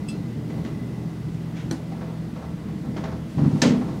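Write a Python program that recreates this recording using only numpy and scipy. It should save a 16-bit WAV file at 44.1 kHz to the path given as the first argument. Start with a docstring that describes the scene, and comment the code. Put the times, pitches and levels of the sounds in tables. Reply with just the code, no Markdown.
"""A little metal door bangs shut in a steel elevator cab, rattles and sets the walls booming.
Before the bang, this phone compartment door clicks at its latch and the cab panels thud in low modes.
Metal clinks, a hand scuffs and taps, and dull knocks sound around the cab.
Throughout, ventilation rushes and machinery hums through the cab's low resonances."""
import sys
import numpy as np
from scipy import signal
from scipy.fft import rfft, irfft
from scipy.io import wavfile
from scipy.ndimage import uniform_filter1d

SR = 44100
rng = np.random.default_rng(int(sys.argv[2]) if len(sys.argv) > 2 else 0)


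def persist_wave(psi):
    """Save psi, clipped to +-1, as 16-bit WAV."""
    counts = np.round(np.clip(psi, -1, 1) * 32767).astype(np.int16)
    wavfile.write(sys.argv[1], SR, np.atleast_2d(counts).T)


N = 176400
T = np.arange(N) / SR
RING_T = T[:SR]  # 1 s per struck sound


def amp(db):
    """Decibels to gain."""
    return 10 ** (np.asarray(db) / 20)


def unit(x):
    """Scale to rms 1."""
    return x / np.sqrt(np.mean(x ** 2) + 1e-20)


def at_hz(points, hz):
    """Interpolate on a log-frequency axis."""
    f, value = np.transpose(points)
    return np.interp(np.log(hz + 1), np.log(f), value)


def level(points):
    """Gain over time from a dB curve."""
    return amp(np.interp(T, *np.transpose(points)))


def add(mix, start_s, sound):
    """Mix a sound in at start_s."""
    part = mix[round(start_s * SR):][:len(sound)]
    part += sound[:len(part)]


def noise(colour, size):
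    """Noise of a given spectral shape, rms 1."""
    gain = amp(at_hz(colour, np.fft.rfftfreq(size, 1 / SR)))
    return unit(irfft(rfft(rng.standard_normal(size)) * gain, size))


def narrow(hz, width_hz):
    """Wavering tone: noise in one narrow resonance, rms 1."""
    f = np.fft.rfftfreq(N, 1 / SR)
    phases = np.exp(2j * np.pi * rng.random(len(f)))
    return unit(irfft(phases / (1 + ((f - hz) / width_hz * 2) ** 2), N))


def ring(modes, attack_s, in_phase=False):
    """Decaying modes of a struck object; a single shove starts them in phase."""
    out = np.zeros(SR)
    for hz, db, t60_s in modes:
        phase = 0 if in_phase else rng.random()
        out += amp(db - 60 * RING_T / t60_s) * np.sin(2 * np.pi * (hz * RING_T + phase))
    return np.minimum(RING_T / attack_s, 1) * out


def contact(colour, attack_s, decay_s, tail_db):
    """Noise crack plus cab reflections decaying band by band."""
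    # cab reverberation (frequency [Hz], t60 [s])
    cab_t60 = [(150, 0.8), (500, 0.69), (1000, 0.43), (2000, 0.35), (4000, 0.35), (8000, 0.23),
               (15000, 0.2)]
    hz, t, bands = signal.stft(noise(colour, SR), SR, nperseg=256)
    fade = amp(-60 * t / at_hz(cab_t60, hz)[:, None])
    tail = signal.istft(bands * fade, SR, nperseg=256)[1][:SR]
    crack = noise(colour, SR) * np.exp(-RING_T / decay_s)
    return np.minimum(RING_T / attack_s, 1) * (crack + amp(tail_db) * tail)


def door(bang_s=3.6174):
    """Door swings, hits its frame, rattles and rings; the box behind it and the walls shake."""
    # swing hiss (time [s], rms level [dB])
    swing = [(3.1, -100), (3.3, -57), (3.4, -56.5), (3.6, -51), (3.8, -55.5), (3.95, -59), (4, -57)]
    # slam, then rattles (delay [s], level [dB])
    hits = [(0, -12.5), (.013, -32), (.041, -32), (.053, -30), (.073, -33.5)]
    # wall jolts (time [s], level [dB])
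    booms = [(3.623, -19), (3.657, -18.5), (3.706, -19), (3.768, -28)]
    # spectra of swing, hit and hollow box (frequency [Hz], level [dB])
    swing_colour = [(300, 9), (1000, -7), (3000, 4), (6000, 0), (10000, -7), (15000, -23)]
    hit_colour = [(200, -1), (600, 0), (1300, 0.5), (1800, 3.5), (3000, 2), (5300, 0), (7500, -2.5),
                  (9000, -11), (11000, -23), (15000, -27)]
    box_colour = [(150, -5.5), (330, -3), (520, -1.5), (750, -8), (1300, -16), (2500, -20.5), (8000, -55)]
    # door and wall modes (frequency [Hz], level [dB], t60 [s])
    door_modes = [(936, -5.5, .14), (1385, -4, 0.086), (1610, -27, 0.055), (1760, 5, 0.056),
                  (2020, -16, 0.38), (2520, -4.5, .06), (2700, -4, 0.11), (3050, -16, 0.24),
                  (3270, -9, 0.18), (3780, -6, .06), (4070, -5.5, 0.092), (4490, -14, 0.22),
                  (4530, -4, 0.046), (4870, -12, 0.057), (5160, 3, 0.037), (5560, -10, 0.12),
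                  (6070, -7, 0.092), (6320, -3, 0.044), (6420, -1, 0.06), (7600, -3, .05)]
    wall_modes = [(83.7, -19, 0.47), (151, -1.5, 0.17), (171.2, -1, 0.52), (203.6, -4.5, 0.71),
                  (240.4, 4.5, 0.35), (258.6, -1.5, 0.45), (292.3, -3.5, 0.39), (420.7, -13, 0.42),
                  (460, -6, 0.22), (521, -11, .55), (589, -14.5, 0.24), (653, -29, 0.54), (836, -26, 0.27),
                  (941, -22, 0.18)]
    out = level(swing) * noise(swing_colour, N)
    for delay_s, db in hits:
        crack = amp(-2) * contact(hit_colour, attack_s=0.0024, decay_s=0.004, tail_db=-8.5)
        metal = amp(-10) * ring(door_modes, attack_s=0.0028)
        add(out, bang_s + delay_s, amp(db) * (crack + metal))
    add(out, bang_s, amp(-18) * contact(box_colour, attack_s=0.028, decay_s=0.054, tail_db=-10))
    for start_s, db in booms:
        add(out, start_s, amp(db) * ring(wall_modes, attack_s=0.0027, in_phase=True))
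    return out


def panel_thuds():
    """Shoves excite the low modes of the cab panels."""
    # shoves (time [s], level [dB])
    thuds = [(2.868, -25.5), (3.372, -16), (3.414, -13.5), (3.457, -11.5), (3.529, -15)]
    # panel modes (frequency [Hz], level [dB], t60 [s])
    modes = [(84, -19, 0.28), (116, -5, 0.15), (148.7, 0.5, 0.29), (163, 6.5, 0.089), (199.4, -1.5, 0.24),
             (241.3, 0, 0.184), (279.8, -3.5, 0.188), (336, -15, 0.42)]
    out = np.zeros(N)
    for start_s, db in thuds:
        add(out, start_s, amp(db) * ring(modes, attack_s=0.0075, in_phase=True))
    return out


def latch():
    """Latch snaps, rings and shakes the walls."""
    # click (time [s], level [dB], wall boom level [dB])
    clicks = [(1.711, -26, -20.5)]
    # snap spectrum (frequency [Hz], level [dB])
    colour = [(200, 2), (600, 15), (1400, 6.5), (2600, -3.5), (4500, 0.5), (6000, 0), (9000, -2.5),
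              (15000, -21)]
    # latch and wall modes (frequency [Hz], level [dB], t60 [s])
    latch_modes = [(1477, -6, .2), (1920, -11, 0.24), (2340, -4, 0.056), (3100, -6, 0.066),
                   (4070, -3, 0.052), (4270, 6.5, 0.023), (5880, 7, 0.018), (8250, -11, .07),
                   (8870, -18, 0.053)]
    wall_modes = [(159, -16, 0.22), (228, -3, 0.2), (260, -2, .2), (323, -1, 0.23)]
    out = np.zeros(N)
    for start_s, db, boom_db in clicks:
        snap = contact(colour, attack_s=0.00073, decay_s=0.003, tail_db=-11.5)
        metal = amp(-9.5) * ring(latch_modes, attack_s=0.0006)
        boom = ring(wall_modes, attack_s=0.0025, in_phase=True)
        add(out, start_s, amp(db) * (snap + metal) + amp(boom_db) * boom)
    return out


def knocks():
    """Dull contacts around the cab, each with a faint ring."""
    # knocks (time [s], level [dB], attack [s])
    hits = [(.5, -43.5, .006), (.563, -44.5, 0.0016), (.655, -45.5, 0.0046), (1.916, -40, 0.0061),
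            (1.95, -57, .006), (2.007, -37, 0.0087), (2.09, -42.5, 0.0087), (2.354, -38, 0.01),
            (2.418, -39.5, 0.0088), (2.569, -46, .01), (2.68, -43.5, 0.0074), (2.829, -40, 0.03),
            (2.961, -35.5, 0.0038), (3.036, -34.5, 0.0033), (3.116, -39.5, 0.0056), (3.375, -32.5, 0.01),
            (3.435, -34, 0.013), (3.5, -40, 0.01), (3.549, -37, 0.017), (3.737, -37, .004),
            (3.812, -35.5, 0.0022), (3.878, -38, .008)]
    # knock spectrum (frequency [Hz], level [dB])
    colour = [(150, -8), (400, 2), (600, 0), (950, 0.5), (1300, -6), (1800, -7.5), (2800, -18), (6000, -23),
              (14000, -73)]
    # ringing modes (frequency [Hz], level [dB], t60 [s])
    modes = [(390.6, -3.5, 0.9), (506, 3.5, 0.68), (603, -4, 0.92), (653, -2, 1), (788, 4, 0.21),
             (781, 0.5, 0.2), (894, -6.5, 0.78), (948, -10, 0.26), (1110, -2, 0.29), (1340, -5.5, 0.44)]
    out = np.zeros(N)
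    for start_s, db, attack_s in hits:
        knock = contact(colour, attack_s, decay_s=0.0066, tail_db=-2.5)
        add(out, start_s, amp(db) * (knock + amp(-9) * ring(modes, attack_s)))
    return out


def clink():
    """Small metal piece rings and scrapes in three quick contacts."""
    # contacts (time [s], level [dB])
    hits = [(.078, -54), (.085, -36.5), (.101, -48)]
    # metal modes (frequency [Hz], level [dB], t60 [s])
    modes = [(2654, -1, .22), (3250, -11, .12), (3410, -10, .15), (4160, -17, .6), (4740, -11, .18),
             (5087, -5, .21), (7973, -6, .11), (8080, -4, .09), (9520, -12, .11), (9857, -17, .2)]
    # scrape spectrum (frequency [Hz], level [dB])
    colour = [(1000, -20), (2700, 3), (3500, -2), (5000, -3), (6500, -2), (8200, -8), (9000, -5),
              (15000, -20)]
    out = np.zeros(N)
    for start_s, db in hits:
        metal = ring(modes, attack_s=0.0013)
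        scrape = amp(-9) * contact(colour, attack_s=0.0027, decay_s=0.006, tail_db=-1)
        add(out, start_s, amp(db) * (metal + scrape))
    return out


def hand():
    """Hand scuffs the door lightly; fingers tap crisply on the panel."""
    # scuffs (time [s], level [dB], attack [s])
    scuffs = [(.497, -48.5, 0.0056), (.66, -49, .002), (1.343, -53, .002), (1.41, -53, 0.018),
              (1.555, -39.5, 0.016), (1.591, -42, 0.011), (2.975, -50, .003), (3.051, -49.5, .003)]
    # taps (time [s], level [dB])
    taps = [(.649, -34), (2.967, -32.5), (3.040, -31.5), (3.117, -40.5)]
    # scuff and tap spectra (frequency [Hz], level [dB])
    scuff_colour = [(300, -49), (1500, 14), (3200, 10.5), (4500, 1), (7000, 2), (10000, -18), (15000, -26)]
    tap_colour = [(400, -18), (1100, 6.5), (2000, 2), (3200, -5.5), (4500, -6), (6500, -11), (9000, -27),
                  (15000, -34)]
    out = np.zeros(N)
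    for start_s, db, attack_s in scuffs:
        add(out, start_s, amp(db) * contact(scuff_colour, attack_s, decay_s=0.0083, tail_db=-4))
    for start_s, db in taps:
        add(out, start_s, amp(db) * contact(tap_colour, attack_s=0.0016, decay_s=0.0028, tail_db=-11))
    return out


def machinery(drone_hz=163.9, mains_hz=120.2, waver=0.34):
    """Wavering drone over mains hum and narrow hum bands."""
    # drone (time [s], rms level [dB])
    drone_curve = [(0, -38.5), (.8, -39.5), (1.1, -35.5), (1.65, -33), (2.2, -34), (2.6, -37), (3.05, -33),
                   (3.4, -38.5), (4, -42)]
    # mains hum, varying as the microphone moves through the cab (time [s], rms level [dB])
    mains_curve = [(0, -46.5), (.3, -37.5), (1.3, -36.5), (1.6, -38.5), (2.1, -39.5), (2.7, -43.5),
                   (3.2, -41), (4, -42)]
    # hum bands (frequency [Hz], rms level [dB], width [Hz])
    bands = [(57.5, -51, 2), (78.5, -45, 11), (193.2, -48, 2), (205, -43.5, 12), (239, -45, 22.5),
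             (297.8, -46.5, 14), (323, -49, 28)]
    drone = np.sqrt(2) * np.sin(2 * np.pi * drone_hz * T) + waver * narrow(drone_hz, width_hz=5.1)
    mains = np.sqrt(2) * np.sin(2 * np.pi * mains_hz * T)
    hum = sum(amp(db) * narrow(hz, width_hz) for hz, db, width_hz in bands)
    return level(drone_curve) * unit(drone) + level(mains_curve) * mains + hum


def ventilation():
    """Rushing air with a drifting spectrum and a faint whistle."""
    # air spectrum (frequency [Hz], level [dB])
    colour = [(25, -7), (45, -10), (64, -17.5), (91, -19.5), (110, -8.5), (130, -6.5), (150, -1),
              (180, -4.5), (215, -4.5), (250, -8.5), (277, -11.5), (320, -10.5), (360, -16.5), (420, -15.5),
              (520, -22.5), (930, -29), (1700, -35.5), (2050, -37.5), (2400, -38.5), (3500, -40.5),
              (4800, -43), (6500, -47), (9000, -50), (15800, -56.5)]
    # swell before weighting (time [s], level [dB])
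    swell = [(0, 1.5), (.4, -0.5), (.58, 5.5), (.8, 1), (1.4, -0.5), (1.9, 0.5), (2.4, -3), (2.75, -3),
             (3.0, 1.5), (3.3, -2.5), (4, 4)]
    # swell weight per band (frequency [Hz], weight [-])
    swell_weight = [(40, 1), (110, 1.5), (170, 0), (300, 1.4), (700, 0.62), (1500, 0), (8000, 0.25)]
    # air whistle (time [s], rms level [dB])
    whistle_curve = [(0, -58.5), (.6, -61), (.7, -57), (1.1, -61), (1.6, -63), (4, -63.5)]
    hz, t, bands = signal.stft(noise(colour, N), SR, nperseg=1024, noverlap=768)
    # random patches, smoothed over time, then frequency
    patches = uniform_filter1d(rng.standard_normal(bands.shape[::-1]), size=14, axis=0)
    patches = unit(uniform_filter1d(patches, size=12, axis=1)).T
    drift_db = 1.5 * patches / (1 + hz[:, None] / 4000)
    swell_db = at_hz(swell_weight, hz)[:, None] * np.interp(t, *np.transpose(swell))
    air = signal.istft(bands * amp(drift_db + swell_db), SR, nperseg=1024, noverlap=768)[1][:N]
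    return amp(-33) * air + level(whistle_curve) * narrow(hz=2008, width_hz=116)


def scene():
    """Mono sum of all sources."""
    background = ventilation() + machinery()
    return (background + clink() + latch() + hand() + knocks() + panel_thuds() + door())[None]


def record(dry, low_hz=57, high_hz=15850):
    """Small microphone: deep bass loss, then a steep band limit."""
    highpass = signal.butter(3, low_hz, btype="high", fs=SR, output="sos")
    lowpass = signal.firwin(511, high_hz, window=("kaiser", 9), fs=SR)
    return signal.oaconvolve(signal.sosfilt(highpass, dry), lowpass[None], "same")


dry = scene()
out = record(dry)
persist_wave(out)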